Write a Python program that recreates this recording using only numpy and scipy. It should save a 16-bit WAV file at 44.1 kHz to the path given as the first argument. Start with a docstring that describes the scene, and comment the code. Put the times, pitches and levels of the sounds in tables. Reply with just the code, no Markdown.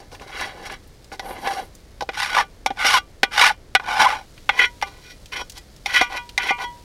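"""Inside a tent, one microphone close to a tilted frying pan: a metal spatula pushes vegetables into a pot.
First the blade drags through the food on the pan's wall, with one wet smear. From 2 s it scrapes the
bare floor, knocking, and groaning where it sticks and slips. From 4.5 s it works along the rim.
Pan and pot ring when it slips off, loudest near the end. Wet scraps drop now and then,
and a faint sizzle and a low rumble lie under it all."""
import sys
import numpy as np
from scipy import signal
from scipy.fft import rfft, irfft, next_fast_len
from scipy.io import wavfile
from scipy.ndimage import map_coordinates

SR = 44100
rng = np.random.default_rng(int(sys.argv[2]) if len(sys.argv) > 2 else 0)


def digitize_waveform(pressure):
    """Quantize a signal to 16-bit integers and store it at the path in sys.argv[1].

    Rows of a 2-D input are taken as channels; values are limited to [-1, 1].
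    """
    field = np.atleast_2d(pressure).T
    bounded = np.clip(field, -1, 1)
    quanta = np.round(bounded * 32767).astype(np.int16)
    wavfile.write(sys.argv[1], SR, quanta)


N = 301627
TIME = np.arange(N) / SR
TAPS, LEAD = 4096, 128  # samples: length of a response, and the room ahead of its onset
HZ = np.fft.rfftfreq(TAPS, 1 / SR)
BAND_EDGES_HZ = (600, 1200, 3500)  # borders of the thump, body, clank and click bands
WALL, FLOOR, RIM, STRUCK = range(4)  # ways the blade touches the pan

# Strokes of the blade. Each row: start, attack, hold and release in seconds; then in dB pressure,
# sag over the hold, weight (body over clank), weight gained on the way, grit (click over clank);
# last the touch.
STROKES = [(0.0, 0.0019, 0.006, 0.12, -42.5, 5, 2.5, 3, 1, WALL),
           (0.108, 0.013, 0.032, 0.1, -47, 5.5, 5, -9, 4, WALL),
           (0.188, 0.033, .012, 0.16, -41, 5.5, 0.5, -9, 0, WALL),
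           (0.264, 0.16, 0.079, 0.2, -25.5, 14, -6.5, 10, -6.5, WALL),
           (0.521, 0.15, 0.011, 0.025, -34.5, 4, -1.5, -9, -3, WALL),
           (0.685, 0.017, .034, 0.079, -35, 0, -9, -16, -7, WALL),
           (1.114, 0.0085, 0.024, 0.037, -45.5, -3, 3.5, 4, 3.5, WALL),
           (1.18, 0.079, 0.13, 0.06, -41, 5, 6, -12, -4, WALL),
           (1.378, 0.071, 0.15, 0.13, -32.5, 4.5, 2, 3, -2.5, WALL),
           (2.11, .095, 0.037, 0.16, -21, 1, -10.5, -4, -4, FLOOR),
           (2.272, 0.093, 0.045, 0.051, -21, 0, -2.5, 15, -7.5, FLOOR),
           (2.759, 0.042, 0.074, 0.071, -21.5, 2, -9.5, -14, -8, FLOOR),
           (2.828, 0.025, 0.13, 0.017, -20, -2, -6.5, 7, -3.5, FLOOR),
           (3.307, 0.094, 0.09, 0.066, -13.5, 3.5, -8.5, 6.5, -5.5, FLOOR),
           (3.79, 0.1, 0.25, 0.13, -28, -3, 2.5, -2.5, -7, FLOOR),
           (3.964, 0.043, 0.026, 0.12, -16, 7.5, -2, 8, -8, FLOOR),
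           (4.493, 0.0087, 0.097, .03, -39, -2.5, 6, 7, -9.5, RIM),
           (4.556, 0.045, 0.055, 0.021, -11.5, 7, -17, 4, -14.5, RIM),
           (4.847, 0.028, 0.011, 0.45, -40, 13.5, 4, -20, 2.5, RIM),
           (4.916, 0.2, .01, 0.031, -45.5, 4, -16, -4, 3.5, RIM),
           (5.315, 0.0083, 0.096, 0.019, -27.5, 0, -5, 19, -10.5, RIM),
           (5.515, .045, 0.02, 0.029, -45, -3, -2, 0, 0.5, RIM),
           (5.852, 0.011, 0.063, 0.022, -30.5, -6.5, -7, -11, -6.5, RIM),
           (5.92, 0.024, 0.057, 0.11, -10.5, 3, -20, -12, -11, RIM),
           (6.081, 0.067, 0.029, 0.025, -29.5, -5, 3.5, -9, -5.5, RIM),
           (6.382, 0.021, 0.1, .03, -26, -7.5, -11.5, 6, -11, RIM),
           (6.578, 0.0072, 0.057, 0.029, -34, -7, 3.5, -10, -8.5, RIM)]
# The pan's modes, damped by blade and food. Each row: frequency and width in Hz, then height in dB
# when rubbed on the wall, on the floor, on the rim, and when struck.
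PAN_MODES = [(771, 78, 14, 17, 14.5, 17.5), (867, 65, 2.5, 13.5, -4, 0), (1012, 126, 12.5, 15, 13.5, 9),
             (1195, 124, 9.5, 11.5, 4.5, 13), (1473, 177, 13, 11.5, 20.5, 27),
             (1708, 178, 15.5, 6.5, 7, 13), (1957, 42, 13.5, 7, 17, 9), (2086, 133, 15, 6.5, 7.5, 15),
             (2258, 98, 15, 8.5, 3.5, 4.5), (2438, 21, 7, 2, 12.5, 2.5), (2625, 200, 3, -0.5, 13, -1),
             (2730, 420, 7, 3.5, -15, -3), (3027, 176, 3, 7.5, 13, 8.5), (3315, 35, 6, 6.5, 10, 10),
             (3612, 210, -1, 6, 0, 10), (3934, 120, 10, 6.5, 5, 5.5), (4300, 50, -10, -6, 1, 3),
             (4470, 270, 8.5, 3, 1.5, 2), (5110, 73, 6, 9.5, -5, 5.5), (5620, 57, 6, 8, 6.5, 6)]
# The broad spectrum under the modes. Each row: frequency in Hz, then level in dB for the same touches.
PAN_SLOPE = [(150, -5.5, -19.5, -29.5, -22), (400, 6, -11, -10.5, -7.5), (702, 3, -6, -14.5, -3),
             (886, 2.5, -6, -9, 2.5), (1430, -10.5, -1.5, -23, -22.5), (2480, -12.5, 0.5, -2.5, 5),
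             (3200, -5, -8, -13, -8.5), (5860, -0.5, -14.5, -19.5, -14), (7700, -10, -23, -31.5, -27),
             (9730, -5.5, -20.5, -27.5, -25.5), (13500, -17, -30.5, -34.5, -34.5),
             (15800, -23, -47, -50, -74)]
# The blade hits or catches on the pan. Each row: start in seconds, level in dB of thump, body, clank
# and click, the blade's note in Hz.
KNOCKS = [(1.118, -38.5, -51, -38, -66, 1360), (1.1952, -38, -33.5, -33, -34, 1880),
          (1.308, -32, -39, -41, -51, 1640), (1.473, -29, -23.5, -38, -34, 1660),
          (2.008, -39, -28.5, -34.5, -34, 1600), (2.023, -28, -28.5, -57, -36.5, 1380),
          (2.0905, -28.5, -35, -27, -39.5, 1340), (2.3485, -62, -30, -21, -35, 1315),
          (2.368, -59, -18, -30, -54, 1320), (2.6615, -27, -18, -22.5, -24, 2290),
          (2.705, -23.5, -33, -36, -43, 1550), (2.848, -28.5, -30, -18, -29, 1440),
          (3.379, -41, -20, -18, -23, 1520), (3.2322, -21, -20, -12, -18.5, 1860),
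          (3.751, -26, -16.5, -9, -18.5, 1410), (3.798, -46, -33.5, -32.5, -49, 1470),
          (3.888, -43, -31, -31, -47, 1500), (4.492, -33, -19.5, -12.5, -30, 2170),
          (4.591, -54, -35, -11, -59, 2030), (4.825, -30.5, -21.5, -24, -31, 2120),
          (5.86, -45, -28, -23.5, -26.5, 2420), (6.013, -23, -18, -16.5, -25, 2050),
          (6.378, -45, -30, -16.5, -22.5, 1910), (6.507, -27, -20, -53, -34, 2160)]
# The blade sticks and slips. Each row: start and length in seconds, first and last pitch in Hz,
# level in dB.
GROANS = [(1.235, 0.072, 774, 785, -44), (1.488, 0.046, 802, 770, -25), (1.559, 0.062, 765, 762, -25.5),
          (2.379, 0.031, 982, 900, -17.5), (2.926, 0.057, 1193, 922, -15), (3.416, 0.033, 1004, 910, -15),
          (3.499, 0.017, 933, 775, -20), (4.055, 0.023, 977, 1054, -10.5)]
# The blade slips off. Each row: start in seconds, pan level in dB, pot level in dB, the frequency
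# in Hz that this spot of the pan favours.
RELEASES = [(2.427, -30, -58, 1470), (2.666, -23, -52, 1480), (2.981, -29, -60, 1180),
            (3.236, -19.5, -42, 1440), (3.51, -33, -60, 3100), (4.65, -43, -37, 1510),
            (4.826, -19, -52, 1010), (6.014, -9, -29, 1540), (6.177, -24, -31, 1460),
            (6.381, -18, -30, 1510), (6.508, -10, -26, 2100), (6.638, -45, -25, 2400)]
# The free pan, and the pot it leans on. Each row: frequency in Hz, relative level in dB, t60 in seconds.
PAN_RING = [(781, -1, .08), (1174, -2, .18), (1470, -2, .13), (2083, -4, .07), (2186, -10, .15),
            (2385, -3, .2), (2815, -14, .24), (3040, -10, .16), (3295, -12, .16), (4592, -22, .11),
            (5618, -24, .12)]
POT_RING = [(963, 0, .38), (1970, -3, .2), (2966, -19, .3), (3295, -4, .16), (4240, -24, .25)]
# Wet scraps land or come unstuck. Each row: time in seconds, relative peak in dB, centre in Hz.
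SCRAPS = [(0.1127, -35, 2130), (0.145, -28, 2200), (0.193, -30.5, 2220), (0.2145, -34, 2150),
          (0.871, -43, 11000), (1.0396, -35, 4240), (1.7463, -32, 6500), (4.3734, -32.5, 2260),
          (4.8099, -19, 2140), (4.8765, -34, 2390), (5.2533, -29.5, 3940), (5.493, -22.5, 4930),
          (5.5157, -29.5, 5370), (5.576, -27.5, 5200), (5.7585, -34, 4800), (6.2874, -23, 3170)]
# Wet food smeared over hot metal. Each row: time in seconds, relative level in dB.
SMEAR_LEVEL = [(1.22, -67), (1.3, -44), (1.37, -65), (1.48, -47.5), (1.68, -59)]
# The sizzle of the hot food. Each row: time in seconds, level in dB.
SIZZLE_LEVEL = [(0, -59), (1.7, -58), (2.6, -59.5), (3.6, -61.5), (4.4, -55), (5, -55), (5.7, -56.5),
                (6.84, -54.5)]
# Spectra of the sizzle and of the tent's ambience. Each row: frequency in Hz, relative level in dB.
SIZZLE_COLOUR = [(800, -13), (2200, -6.5), (4500, -0.5), (7500, -7), (10500, -10), (16000, -17.5)]
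AMBIENCE_COLOUR = [(12, -46), (20, 0), (49, -1), (216, -16), (367, -16.5), (558, -19), (1030, -29),
                   (2200, -30.5), (2460, -36), (4940, -43), (16000, -66)]


def scrape(touch, slips_per_s, spread_db, judder_db, judder_rate, flutter_db, bands_db,
           crackle, grains_per_s):
    """Tiny slips drive the pan; they bunch as the blade judders, and the colour flutters as it flexes."""
    slips = unit_rms(clicks(slips_per_s, spread_db) * gain_of(judder_db * wander(judder_rate)))
    # crushed bits of food add coarser grains to the click band
    gritty = unit_rms(slips + crackle * clicks(grains_per_s, spread_db=5))
    drives = [slips, slips, slips, gritty]
    out = np.zeros(N)
    for drive, force, response, db in zip(drives, stroke_force(touch), pan_bands(touch), bands_db):
        flutter = unit_rms(gain_of(flutter_db * wander(90)))
        out += gain_of(db) * signal.oaconvolve(drive * force * flutter, response)[LEAD:][:N]
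    return out


def stroke_force(touch, bite_db=26, lift_db=45, grit_fade_db=0.5):
    """The force in each band swells as the blade bites, holds while it travels and dies as it lifts."""
    force = np.zeros((4, N))
    for start, attack, hold, release, pressure, sag, weight, gained, grit, where in STROKES:
        if where != touch:
            continue
        corners = np.cumsum([0, attack, hold, release])
        t = np.arange(0, corners[-1], 1 / SR)
        swell = np.interp(t, corners, [-bite_db, 0, -sag, -sag - lift_db])
        travel = t / corners[-1] - .5
        body = weight + gained * travel
        click = grit - grit_fade_db * travel  # duller as food heaps up before the blade
        thump = 0.58 * swell + 0.79 * body
        for band, db in enumerate([thump, swell + body, swell, swell + click]):
            add(force[band], start, gain_of(pressure + db) * signal.windows.tukey(len(t), .04))
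    return force


def pan_bands(touch, blade_db=0):
    """The pan's answer to one click, with the blade's own colour, split into four bands of energy 1."""
    low_cut_db = 10 * np.log10(1 + (150 / (HZ + 1)) ** 4)
    db = spectrum_at(np.array(PAN_SLOPE)[:, [0, 1 + touch]], HZ) - low_cut_db + blade_db
    for hz, width, *heights_db in PAN_MODES:
        db += heights_db[touch] / (1 + ((HZ - hz) / width) ** 2) ** 2
    response = np.roll(causal_response(db), LEAD)
    lowpasses = [1 / (1 + (HZ / edge) ** 8) for edge in BAND_EDGES_HZ]
    bands = irfft(rfft(response) * np.diff(lowpasses, axis=0, prepend=0, append=1))
    return bands / np.linalg.norm(bands, axis=1, keepdims=True)


def edge_echo(x, echo, sway, delay_s=0.001294, sway_rate=35):
    """Each slip comes back from the pan's edge; the blade's travel shifts the delay and the resonances."""
    delay = delay_s * np.exp(sway * wander(sway_rate))
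    reflected = map_coordinates(x, [(TIME - delay) * SR], order=3)
    return (x + echo * reflected) / np.sqrt(1 + echo ** 2)


def singing(x, t60, main_db, fine_db, fine_t60, count=45):
    """Rubbing keeps the pan's sharp modes sounding, along with many fine ones in the treble."""
    t = np.arange(SR // 3) / SR
    fine_hz = np.geomspace(3300, 14000, count) * rng.uniform(.985, 1.015, count)
    fine = [(hz, fine_db, fine_t60) for hz in fine_hz]
    main = [(hz, main_db, t60) for hz, _, _ in PAN_RING[1:]]
    response = np.zeros(len(t))
    for hz, db, ring_s in main + fine:
        decay = gain_of(-60 * t / ring_s)
        response += gain_of(db) * 2 * decay / decay.sum() * np.cos(2 * np.pi * hz * t)
    return x + signal.oaconvolve(x, response)[:N]


def knocks(chatter=0.21, chatter_s=0.0054, note_db=8, note_width_hz=110):
    """The blade lands with one sharp blow and chatters briefly; its note depends on where it touches."""
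    out, t = np.zeros(N), np.arange(TAPS) / SR
    for start, *bands_db, note_hz in KNOCKS:
        contact = chatter * rng.standard_normal(TAPS) * np.exp(-t / chatter_s)
        contact[0] += 1  # the blow itself
        blade_db = note_db / (1 + ((HZ - note_hz) / note_width_hz) ** 2)
        for response, db in zip(pan_bands(STRUCK, blade_db), bands_db):
            knock = signal.fftconvolve(contact, response)
            attack = knock[LEAD:][:SR // 100]
            add(out, start - LEAD / SR, gain_of(db) * knock / attack.std())
    return out


def groans(jitter=0.03, overtone_db=-16):
    """Pressed hard, the blade sticks and slips in step with a resonance: short, unsteady tones."""
    out, unsteady = np.zeros(N), 1 + jitter * wander(400)
    for start, length, first_hz, last_hz, db in GROANS:
        n = round(length * SR)
        hz = np.linspace(first_hz, last_hz, n) * unsteady[round(start * SR):][:n]
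        phase = 2 * np.pi * np.cumsum(hz) / SR
        tone = unit_rms(np.sin(phase) + gain_of(overtone_db) * np.sin(2 * phase))
        add(out, start, gain_of(db) * tone * signal.windows.tukey(n, .7))
    return out


def ringing(favour_db=11, octaves=0.26, rise_s=0.0031):
    """Freed from the blade, pan and pot ring out; the spot where it leaves decides which pan modes lead."""
    out, t = np.zeros(N), np.arange(SR // 2) / SR
    rise = 1 - np.exp(-t / rise_s)
    for start, pan_db, pot_db, spot_hz in RELEASES:
        pan = [(hz, db + pan_db - favour_db * min(abs(np.log2(hz / spot_hz)) / octaves, 1), t60)
               for hz, db, t60 in PAN_RING]
        pot = [(hz, db + pot_db, t60) for hz, db, t60 in POT_RING]
        for hz, db, t60 in pan + pot:
            tone = np.sin(2 * np.pi * (hz * t + rng.random()))
            add(out, start, gain_of(db - 60 * t / t60) * rise * tone)
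    return out


def scraps(decay_s=0.006, octaves=0.99, skirt_db=30, level_db=-2, lag_s=0.0044):
    """Each wet scrap gives a short smack as it lands or comes unstuck."""
    out, t = np.zeros(N), np.arange(TAPS) / SR
    for start, db, hz in SCRAPS:
        colour = causal_response(-skirt_db * np.log10(1 + (np.log2((HZ + 1) / hz) / octaves) ** 2))
        burst = rng.standard_normal(TAPS) * np.exp(-t / decay_s)
        smack = signal.fftconvolve(burst, colour)
        add(out, start + lag_s, gain_of(db + level_db) * smack / abs(smack).max())
    return out


def smear(centre_hz=10800, width_hz=2400, grains_per_s=2500, level_db=-3):
    """Wet food spread over the hot metal gives a very high, fine crackle."""
    hz = np.fft.rfftfreq(N, 1 / SR)
    band = 1 / (1 + ((hz - centre_hz) / width_hz) ** 4)
    fizz = unit_rms(irfft(rfft(clicks(grains_per_s, spread_db=2)) * band, N))
    times, db = np.transpose(SMEAR_LEVEL)
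    return fizz * np.interp(TIME, times, gain_of(db + level_db), left=0, right=0)


def tent(x, t60=0.047, wet_db=-13):
    """Cookware and cloth close to the microphone scatter a short, weak echo."""
    t = np.arange(SR // 4) / SR
    echoes = rng.standard_normal(len(t)) * gain_of(-60 * t / t60) * (t > .002)
    return x + gain_of(wet_db) * signal.oaconvolve(x, echoes / np.linalg.norm(echoes))[:N]


def sizzle():
    """The hot food crackles faintly in thousands of tiny clicks a second."""
    crackle = coloured(clicks(rate=3200, spread_db=0.5), SIZZLE_COLOUR)
    return crackle * gain_of(np.interp(TIME, *np.transpose(SIZZLE_LEVEL)))


def ambience(level_db=-46):
    """A steady low rumble and hiss in the tent."""
    return gain_of(level_db) * coloured(rng.standard_normal(N), AMBIENCE_COLOUR)


def gain_of(db):
    """Turns decibels into a gain."""
    return 10 ** (np.asarray(db) / 20)


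def unit_rms(x):
    """Scales to rms 1."""
    return x / np.sqrt(np.mean(x ** 2) + 1e-20)


def spectrum_at(points, hz):
    """Interpolates a spectrum in dB on a log-frequency axis."""
    points_hz, db = np.transpose(points)
    return np.interp(np.log(hz + 1), np.log(points_hz), db)


def add(mix, start_s, sound):
    """Mixes a sound in at a time."""
    part = mix[max(round(start_s * SR), 0):][:len(sound)]
    part += sound[:len(part)]


def coloured(x, points):
    """Gives a long sound a spectrum, at rms 1."""
    size = next_fast_len(N, real=True)
    gain = gain_of(spectrum_at(points, np.fft.rfftfreq(size, 1 / SR)))
    return unit_rms(irfft(rfft(x, size) * gain, size)[:N])


def wander(rate):
    """A random curve through rate points a second, at rms 1."""
    knots = rng.standard_normal(N // 20)
    return unit_rms(np.interp(TIME * rate, np.arange(len(knots)), knots))


def clicks(rate, spread_db):
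    """Random clicks of either sign and uneven size, about rate a second."""
    chance, size = rng.random((2, N))
    hit, out = chance < rate / SR, np.zeros(N)
    signed = 2 * size[hit] - 1
    out[hit] = np.sign(signed) * gain_of(spread_db * np.minimum(-np.log(abs(signed) + 1e-9), 4))
    return unit_rms(out)


def causal_response(db):
    """The minimum-phase impulse response of a gain curve, with energy 1."""
    cepstrum = irfft(np.log(gain_of(db) + 1e-6))
    cepstrum[1:TAPS // 2] *= 2
    cepstrum[TAPS // 2 + 1:] = 0
    response = irfft(np.exp(rfft(cepstrum)))
    return response / np.linalg.norm(response)


def scene():
    """Strokes, knocks and falling food close up in the tent, with rumble and sizzle behind; mono."""
    wall = scrape(WALL, slips_per_s=3500, spread_db=2, judder_db=-0.4, judder_rate=180, flutter_db=2.6,
                  bands_db=(-6, -3.5, -2.5, -7.5), crackle=0.33, grains_per_s=400)
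    floor = scrape(FLOOR, slips_per_s=1800, spread_db=-1.5, judder_db=2.5, judder_rate=220,
                   flutter_db=0.94, bands_db=(-14, -3.7, -3.3, -4.5), crackle=0.18, grains_per_s=710)
    rim = scrape(RIM, slips_per_s=3900, spread_db=-1, judder_db=1.2, judder_rate=220, flutter_db=3.5,
                 bands_db=(-15.5, -7, -4.5, -5.5), crackle=0.47, grains_per_s=420)
    # a blade pressed flat into the food damps the pan; on the rim it leaves it free
    wall = edge_echo(wall, echo=0.24, sway=0.13)
    wall = singing(wall, t60=0.051, main_db=-8, fine_db=-3.5, fine_t60=0.089)
    floor = edge_echo(floor, echo=0.46, sway=0.16)
    floor = singing(floor, t60=0.078, main_db=-3, fine_db=-5, fine_t60=0.063)
    rim = singing(rim, t60=0.087, main_db=2, fine_db=0.5, fine_t60=0.11)
    close_up = wall + floor + rim + groans() + knocks() + scraps() + smear()
    return (tent(close_up) + ringing() + ambience() + sizzle())[None]


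def record(dry, ceiling=0.74, cutoff_hz=16050):
    """The hardest blows overload the close microphone; then the highest treble is cut."""
    limited = dry / (1 + (dry / ceiling) ** 8) ** (1 / 8)
    lowpass = signal.firwin(255, cutoff_hz, window=("kaiser", 9), fs=SR)
    return signal.oaconvolve(limited, lowpass[None], "same")


dry = scene()
out = record(dry)
digitize_waveform(out)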